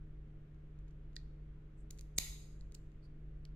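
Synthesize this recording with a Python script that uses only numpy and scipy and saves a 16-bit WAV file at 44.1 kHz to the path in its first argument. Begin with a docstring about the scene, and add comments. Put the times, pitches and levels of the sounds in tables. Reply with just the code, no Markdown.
"""A small combination padlock snaps shut close to the microphones in a quiet, bare room.
Before that its shackle is swung round, knocks on the case and slides down with a few ticks; afterwards
it settles and a dial clicks. Each contact is a short burst of noise ringing a bank of resonances.
Decaying sines make the ring of the spring, filtered noise the rubbing, and sparse echoes that
thicken the room's answer; beneath lie a low electrical hum and a dull rumble."""
import sys
import numpy as np
from scipy import signal
from scipy.fft import rfft, irfft
from scipy.io import wavfile
from scipy.ndimage import uniform_filter1d

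SR = 44100
rng = np.random.default_rng(int(sys.argv[2]) if len(sys.argv) > 2 else 0)


def unload_audio(sound):
    """Save the sound as a 16-bit wav file, at the path given as the first command line argument."""
    columns = np.transpose(np.atleast_2d(sound))
    # keep every value between -1 and 1, then stretch to whole-number steps
    steps = np.round(np.clip(columns, -1, 1) * 32767)
    wavfile.write(sys.argv[1], SR, steps.astype(np.int16))


N = 156555
T, HZ = np.arange(N) / SR, np.maximum(np.fft.rfftfreq(N, 1 / SR), 1)


def from_db(db):
    """Level: decibels become an amplitude gain."""
    return 10 ** (np.asarray(db) / 20)


def at_hz(points, hz):
    """Logarithmic pitch: a table is read between its points on a log-frequency axis."""
    f, v = np.transpose(points)
    return np.interp(np.log(hz), np.log(f), v)


def unit(x):
    """Normalisation: each channel is scaled to an energy of one."""
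    return x / np.sqrt(np.sum(x ** 2, axis=-1, keepdims=True) + 1e-20)


def uneven(steps, size=512):
    """Random modulation: straight lines join a new random value at each whole step."""
    return np.interp(steps, np.arange(size), rng.standard_normal(size))


def panned(x, pan_db):
    """Intensity stereo: a level difference, left minus right, places a sound."""
    return x * from_db([[pan_db / 2], [-pan_db / 2]])


def add(out, start_s, x):
    """Superposition: a sound is summed into the mix from its start time."""
    i = int(start_s * SR)
    out[:, i:i + x.shape[1]] += x[:, :N - i]


def resonance(x, hz, width_hz):
    """Damped resonance: a pole pair rings at one pitch, with a peak gain of about one."""
    r = np.exp(-np.pi * width_hz / SR)
    zeros = np.array([1, 0, -1]) * (1 - r * r) / 2
    poles = [1, -2 * r * np.cos(2 * np.pi * hz / SR), r * r]
    return signal.lfilter(zeros, poles, x)


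CLICK_LIKENESS = 0.69  # share of the force's energy common to both sides
CHATTER_HOLD = 4.4  # the envelope stays full until its decay has fallen by this ratio


def chatter(decay_s, size, count=4):
    """Broadband excitation: a dying noise burst, its spectrum flattened, drives all pitches alike."""
    dying = np.exp(-T[:size] / decay_s)
    shared = np.sqrt(CLICK_LIKENESS) * rng.standard_normal(size)
    force = (shared + np.sqrt(1 - CLICK_LIKENESS) * rng.standard_normal((2, size))) * dying
    for _ in range(count):
        flat = irfft(np.exp(1j * np.angle(rfft(force))))
        force = flat * np.minimum(1, CHATTER_HOLD * dying)
    return force


# radiation edges, relative to the lowest and highest resonance
BODY_LOW_RATIO, BODY_HIGH_RATIO = 0.97, 0.79


def contact(modes, level_db, tilt_db, decay_s, size=2048):
    """Modal excitation: chatter rings a body that radiates little outside its resonances."""
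    force = chatter(decay_s, size)
    ring = sum(panned(from_db(db) * resonance(force, hz, width), pan) for hz, width, db, pan in modes)
    edges = [modes[0][0] * BODY_LOW_RATIO, min(modes[-1][0] * BODY_HIGH_RATIO, .45 * SR)]
    ring = signal.sosfilt(signal.butter(2, edges, "band", fs=SR, output="sos"), ring)
    # brightness tilts the spectrum above 1 kHz
    octaves = np.log2(np.maximum(np.fft.rfftfreq(2 * size, 1 / SR), 1000))
    ring = irfft(rfft(ring, 2 * size) * from_db(tilt_db * octaves))[:, :size]
    # the level sets the mean energy of the two sides
    return from_db(level_db) * ring / np.sqrt(np.sum(ring ** 2) / 2)


def clicks(events, modes):
    """Impact: separate contacts each ring the resonances of one part of the lock."""
    out = np.zeros((2, N))
    for start_s, level_db, tilt_db, decay_s, pan_db in events:
        add(out, start_s, panned(contact(modes, level_db, tilt_db, decay_s), pan_db))
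    return out


def rubbing(events):
    """Friction: grainy noise in one resonance swells and fades over half a sine."""
    out = np.zeros((2, N))
    for start_s, length_s, level_db, hz, width_hz, pan_db in events:
        n = int(length_s * SR)
        grains = (rng.standard_normal((2, N)) * rng.exponential(1, N))[:, :n]
        hiss = unit(resonance(resonance(grains, hz, width_hz), hz, width_hz)) * np.sqrt(n)
        swell = np.sin(np.pi * np.arange(n) / n)
        add(out, start_s, panned(from_db(level_db) * hiss * swell, pan_db))
    return out


# spectrum of the room noise: pitch_hz, mid_density_db (per Hz)
RUMBLE_SPECTRUM = [(12, -72.5), (24, -78), (32, -82.5), (46, -68.5), (62, -78.5), (90, -80.5), (130, -87),
                   (220, -92.5), (400, -97), (600, -105), (850, -114), (1400, -112), (2200, -116.5),
                   (3200, -122), (4800, -133), (7200, -135), (8500, -141), (16000, -144)]
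# likeness of the two sides: pitch_hz, correlation (0 to 1)
RUMBLE_LIKENESS = [(150, 1), (350, 1), (700, 0.25), (1400, 0.079), (5000, 0.079)]


def rumble():
    """Spatial coherence: shaped noise is the same on both sides in the bass and spreads above it."""
    alike = np.clip(at_hz(RUMBLE_LIKENESS, HZ), 0, 1)
    density = from_db(at_hz(RUMBLE_SPECTRUM, HZ)) * np.sqrt(SR / 2)
    mid, side = rfft(rng.standard_normal((2, N))) * density
    return irfft(mid + np.sqrt((1 - alike) / (1 + alike)) * side * [[1], [-1]], N)


# steady partials of the electrical hum: pitch_hz, level_db (rms before the waver)
HUM_PARTIALS = [(24.4, -56), (48.6, -54.5), (150, -58), (221, -79.5), (316.1, -73.5), (421.4, -79)]
HUM_WAVER, HUM_WAVER_HZ = 0.12, 1.4  # rms depth as a ratio, and bandwidth


def hum():
    """Amplitude modulation: steady sines waver slightly and slowly in level."""
    out = np.zeros(N)
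    for hz, level_db in HUM_PARTIALS:
        slow = rfft(rng.standard_normal(N)) / (1 + (HZ / HUM_WAVER_HZ) ** 4)
        waver = unit(irfft(slow, N)) * np.sqrt(N)
        tone = np.sin(2 * np.pi * (hz * T + rng.random()))
        out += np.sqrt(2) * from_db(level_db) * (1 + HUM_WAVER * waver) * tone
    return out


# decay of the room: pitch_hz, t60_s
ROOM_T60 = [(300, 0.4), (1000, 0.832), (2100, 0.6), (4200, 0.62), (6500, 0.66), (9000, 0.6), (12500, .5),
            (15000, 0.56)]
# tone of the room: pitch_hz, relative_level_db
ROOM_COLOUR = [(200, -3), (1000, 5.5), (2300, 5), (3200, 6), (4200, 2), (5300, 0), (6700, -1), (9000, -2),
               (12500, 3.5), (15200, 4.5), (16200, -23)]
ROOM_DB, ROOM_DELAY_S, ROOM_BUILD_S = -7.5, 0.00087, 0.012
ECHOES_PER_S = 830  # at the start
ROOM_FLUTTER_DB, ROOM_FLUTTER_S = 1.8, .018  # surges of each band of the tail
ROOM_PATCHY_DB, ROOM_PATCH_HZ = 4.5, 90  # random dips along the spectrum


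def room(x, count=28):
    """Reverberation: sparse echoes thicken to a diffuse tail whose decay time depends on pitch."""
    t = T[:SR]
    hz = np.maximum(np.fft.rfftfreq(SR, 1 / SR), 1)
    density = np.clip(ECHOES_PER_S * (1 + (t / ROOM_BUILD_S) ** 2) / SR, 0, 1)
    echoes = rng.standard_normal((2, SR)) * (rng.random((2, SR)) < density) / np.sqrt(density)
    patches = from_db(ROOM_PATCHY_DB * np.minimum(uneven(hz / ROOM_PATCH_HZ), 0))
    patches = patches / np.sqrt(uniform_filter1d(patches ** 2, size=700))
    coloured = rfft(echoes) * patches * from_db(at_hz(ROOM_COLOUR, hz))
    # overlapping bands, each with its own decay and flutter
    centres = np.linspace(300, 16000, count)
    tail = 0
    for centre, share in zip(centres, np.eye(count)):
        level_db = ROOM_FLUTTER_DB * uneven(t / ROOM_FLUTTER_S) - 60 * t / at_hz(ROOM_T60, centre)
        tail = tail + irfft(coloured * np.interp(hz, centres, share), SR) * from_db(level_db)
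    tail = unit(tail * np.sqrt(np.clip((t - ROOM_DELAY_S) / ROOM_BUILD_S, 0, 1)))
    # each side of the sound excites its own pair of tails
    from_left = signal.fftconvolve(x[:1], tail, axes=1)
    from_right = signal.fftconvolve(x[1:], tail[::-1] * [[1], [-1]], axes=1)
    return from_db(ROOM_DB) * (from_left + from_right)[:, :N] / np.sqrt(2)


NEAR_DB, NEAR_DELAY_S, NEAR_T60_S = -15.5, .003, 0.15


def nearby(x):
    """Scattering: hands and table top return a short diffuse tail after each small click."""
    t = T[:SR // 4]
    noise = rng.standard_normal((2, len(t)))
    scatter = unit(noise * from_db(-60 * t / NEAR_T60_S) * (t > NEAR_DELAY_S))
    return from_db(NEAR_DB) * signal.fftconvolve(x, scatter, axes=1)[:, :N]


# low bump of the hands: start_s, length_s, level_db (rms before swell and pan), pitch_hz, width_hz, pan_db
HAND_BUMPS = [(2.2, .18, -47.5, 37.96, 19, 0.5)]


def hand_bump():
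    """Low-frequency resonance: the hands bump after the snap, heard in the centre."""
    return rubbing(HAND_BUMPS)[0]  # the left signal serves both sides


# light rubbing of metal and fingers:
# start_s, length_s, level_db (rms before swell and pan), pitch_hz, width_hz, pan_db
RUBS = [(1.765, 0.074, -83, 7770, 1730, 7), (2.16, 0.054, -59, 8050, 2580, 7),
        (3.021, 0.057, -79, 4550, 510, -11), (3.025, 0.05, -89, 7400, 5000, 4)]


def metal_rubs():
    """Friction: metal and fingers rub lightly in short swells."""
    return rubbing(RUBS)


# a dial drops into its notch: start_s, level_db, brightness_db_per_octave, chatter_decay_s, pan_db
DIAL_CLICKS = [(3.4524, -36.5, 0.5, 0.0012, 2)]
# resonances of the dial: pitch_hz, width_hz, relative_level_db, pan_db
DIAL_MODES = [(2260, 170, -4, -21), (3140, 560, -3, 2.5), (4400, 860, 1, -7.5), (5700, 680, -25, -2),
              (7350, 1000, -17, -2), (11200, 2900, -11, 7)]


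def dial():
    """Impact: a dial drops into its notch and rings its own resonances."""
    return clicks(DIAL_CLICKS, DIAL_MODES)


# duller knocks on the case and dials:
# start_s, level_db, brightness_db_per_octave, chatter_decay_s, pan_db
CASE_KNOCKS = [(1.1572, -42, 9, 0.006, 7), (1.1650, -22, -2.5, 0.00074, -2),
               (2.6100, -43.5, 3, 0.0006, -0.5), (2.7495, -32.5, 9, 0.0015, -1.5)]
# resonances of the case: pitch_hz, width_hz, relative_level_db, pan_db
CASE_MODES = [(1890, 124, -3, -1.5), (2400, 150, -15.5, -7), (3000, 300, -24, 2), (4020, 270, -7, -3.5),
              (4300, 290, 0, -7), (4750, 260, -4, 2), (5660, 530, -24, 4), (6260, 500, -12.5, 4.5),
              (7130, 130, -13, -3), (12200, 660, -21, -2)]


def knocks():
    """Impact: knocks on the case and dials ring the resonances of the case."""
    return clicks(CASE_KNOCKS, CASE_MODES)


# the shackle springs back against the latch:
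# start_s, level_db, brightness_db_per_octave, chatter_decay_s, pan_db
RELEASE_CLICKS = [(2.7454, -39.5, -3.5, 0.00054, -8.5), (2.7482, -34.5, 0.5, 0.00038, 6)]
# resonances of the sprung shackle as it is let go: pitch_hz, width_hz, relative_level_db, pan_db
RELEASE_MODES = [(2923, 360, -1.5, 1.5), (5800, 580, -8, -2), (7040, 450, 4, -4), (7630, 530, 1, 2),
                 (11900, 1000, -13.5, 16), (15100, 1300, -16, 23)]


def release():
    """Elastic recoil: the shackle, let go, springs back against the latch and rings."""
    return clicks(RELEASE_CLICKS, RELEASE_MODES)


# small ticks of shackle and latch:
# start_s, level_db, brightness_db_per_octave, chatter_decay_s, pan_db
SHACKLE_TICKS = [(.545, -61, -10.5, 0.0012, -4), (.789, -55, -6, .003, 0.5), (.880, -54, -9, .007, -1),
                 (.908, -56, -7, .005, 0), (1.131, -56, -11, .002, -2), (1.9055, -35, -3, 0.002, 4.5),
                 (1.9086, -28, 2, .001, 4), (1.9765, -47, -3, .002, 1), (1.9868, -39.5, -3, 0.0012, 3.5),
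                 (1.9895, -43, -4.5, .0012, 0.5), (1.9924, -36, -2, 0.0016, -5),
                 (2.0104, -34.5, 1.5, .0009, 3.5), (2.7220, -42.5, -3.5, .0007, 2),
                 (2.918, -59, -7, .001, -1)]
# resonances of the latch and shackle, rung by the snap too:
# pitch_hz, width_hz, relative_level_db, pan_db
LATCH_MODES = [(2336, 600, -4.5, -9), (3090, 500, -20.5, -5.5), (3986, 370, -4.5, -6.5),
               (4640, 600, -3, -7.5), (5100, 400, -8, -3.5), (5720, 360, -5.5, 6.5), (6210, 250, 0.5, -5),
               (6593, 320, 4, -5), (6946, 280, 2, 1), (7570, 600, -5.5, 8), (9150, 1900, -7, 9.5),
               (12200, 2500, -8.5, 6.5), (15400, 1470, -13.5, 8.5)]


def shackle_ticks():
    """Impact: small contacts ring the resonances of latch and shackle."""
    return clicks(SHACKLE_TICKS, LATCH_MODES)


CLOSE_S = 2.1843  # the thud and the spring's ring start together
# long metallic ring of spring and shackle: pitch_hz, relative_level_db, t60_s
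SPRING_MODES = [(3020, -10.5, .6), (3934, 0, .6), (5141, -9, .6), (5733, -7.5, .55), (6159, -3.5, .55),
                (6530, -3, .6), (6330, -0.5, 0.62), (6570, -2, .6), (6700, -1.5, 0.63), (6800, -2, 0.79),
                (7470, -6, 0.545), (9350, -9.5, .5), (12436, -0.5, .45), (14300, -14, .4)]
SPRING_DB, SPRING_PHASE_TURNS = -55.5, .15  # phase spread between the sides


def spring():
    """Free vibration: spring and shackle ring on; close modes beat, their phases differing by side."""
    out, t = np.zeros((2, N)), T[:SR]
    for hz, db, t60 in SPRING_MODES:
        turns = rng.random() + SPRING_PHASE_TURNS * rng.standard_normal((2, 1))
        decay = from_db(SPRING_DB + db - 60 * t / t60)
        add(out, CLOSE_S, decay * np.sin(2 * np.pi * (hz * t + turns)))
    return out


# low resonances of the jolted case: pitch_hz, width_hz, relative_level_db, pan_db
THUD_MODES = [(105, 59, 5, 0), (175, 130, 6, 3), (320, 240, -1, -6), (557, 140, -5.5, 2.5),
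              (980, 200, -6, 3), (1350, 250, -5.5, 1.5), (1620, 240, -7, -2)]
THUD_DB, THUD_DECAY_S = -21, 0.00044


def thud():
    """Momentum transfer: the case jolts in the hand as the latch closes, heard in the centre."""
    out = np.zeros((2, N))
    jolt = contact(THUD_MODES, THUD_DB, 0, THUD_DECAY_S)
    add(out, CLOSE_S, jolt[:1])  # the left signal serves both sides
    return out


# the shackle snaps into the latch, a run of contacts:
# start_s, level_db, brightness_db_per_octave, chatter_decay_s
SNAP_CONTACTS = [(2.1803, -19.5, 0, 0.0007), (2.1817, -11, 0.5, 0.0009), (2.1833, -20, 3, .0006),
                 (2.1839, -9.5, -0.5, 0.0009), (2.1846, -4, 0.5, .0013)]
SNAP_PAN_DB = 1


def snap():
    """Multiple impact: a quick run of contacts rings latch and shackle as the shackle goes home."""
    out = np.zeros((2, N))
    for start_s, level_db, tilt_db, decay_s in SNAP_CONTACTS:
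        add(out, start_s, panned(contact(LATCH_MODES, level_db, tilt_db, decay_s), SNAP_PAN_DB))
    return out


RIGHT_LAG_S = .000052  # the lock is a little nearer to the left microphone


def placed(x):
    """Time-of-arrival stereo: the direct sound reaches the right side slightly later."""
    return irfft(rfft(x) * np.exp(-2j * np.pi * HZ * RIGHT_LAG_S * np.array([[0], [1]])), N)


# small ticks and knocks on the case reach the room less than the snap does
TICK_ROOM_DB, KNOCK_ROOM_DB = -7, -13.5


def scene():
    """Superposition: the lock, its reverberation, the hands and the room's own sound add up."""
    latch = snap() + thud()
    ticks = shackle_ticks() + release() + metal_rubs()
    case = knocks() + dial()
    wet = room(latch + from_db(TICK_ROOM_DB) * ticks + from_db(KNOCK_ROOM_DB) * case)
    direct = placed(latch + ticks + case + nearby(ticks + case))
    return direct + spring() + wet + hand_bump() + rumble() + hum()


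CUTOFF_HZ = 16500


def record(dry):
    """Band limiting: an elliptic low-pass cuts the top steeply."""
    return signal.sosfilt(signal.ellip(10, .1, 70, CUTOFF_HZ, fs=SR, output="sos"), dry)


dry = scene()
out = record(dry)
unload_audio(out)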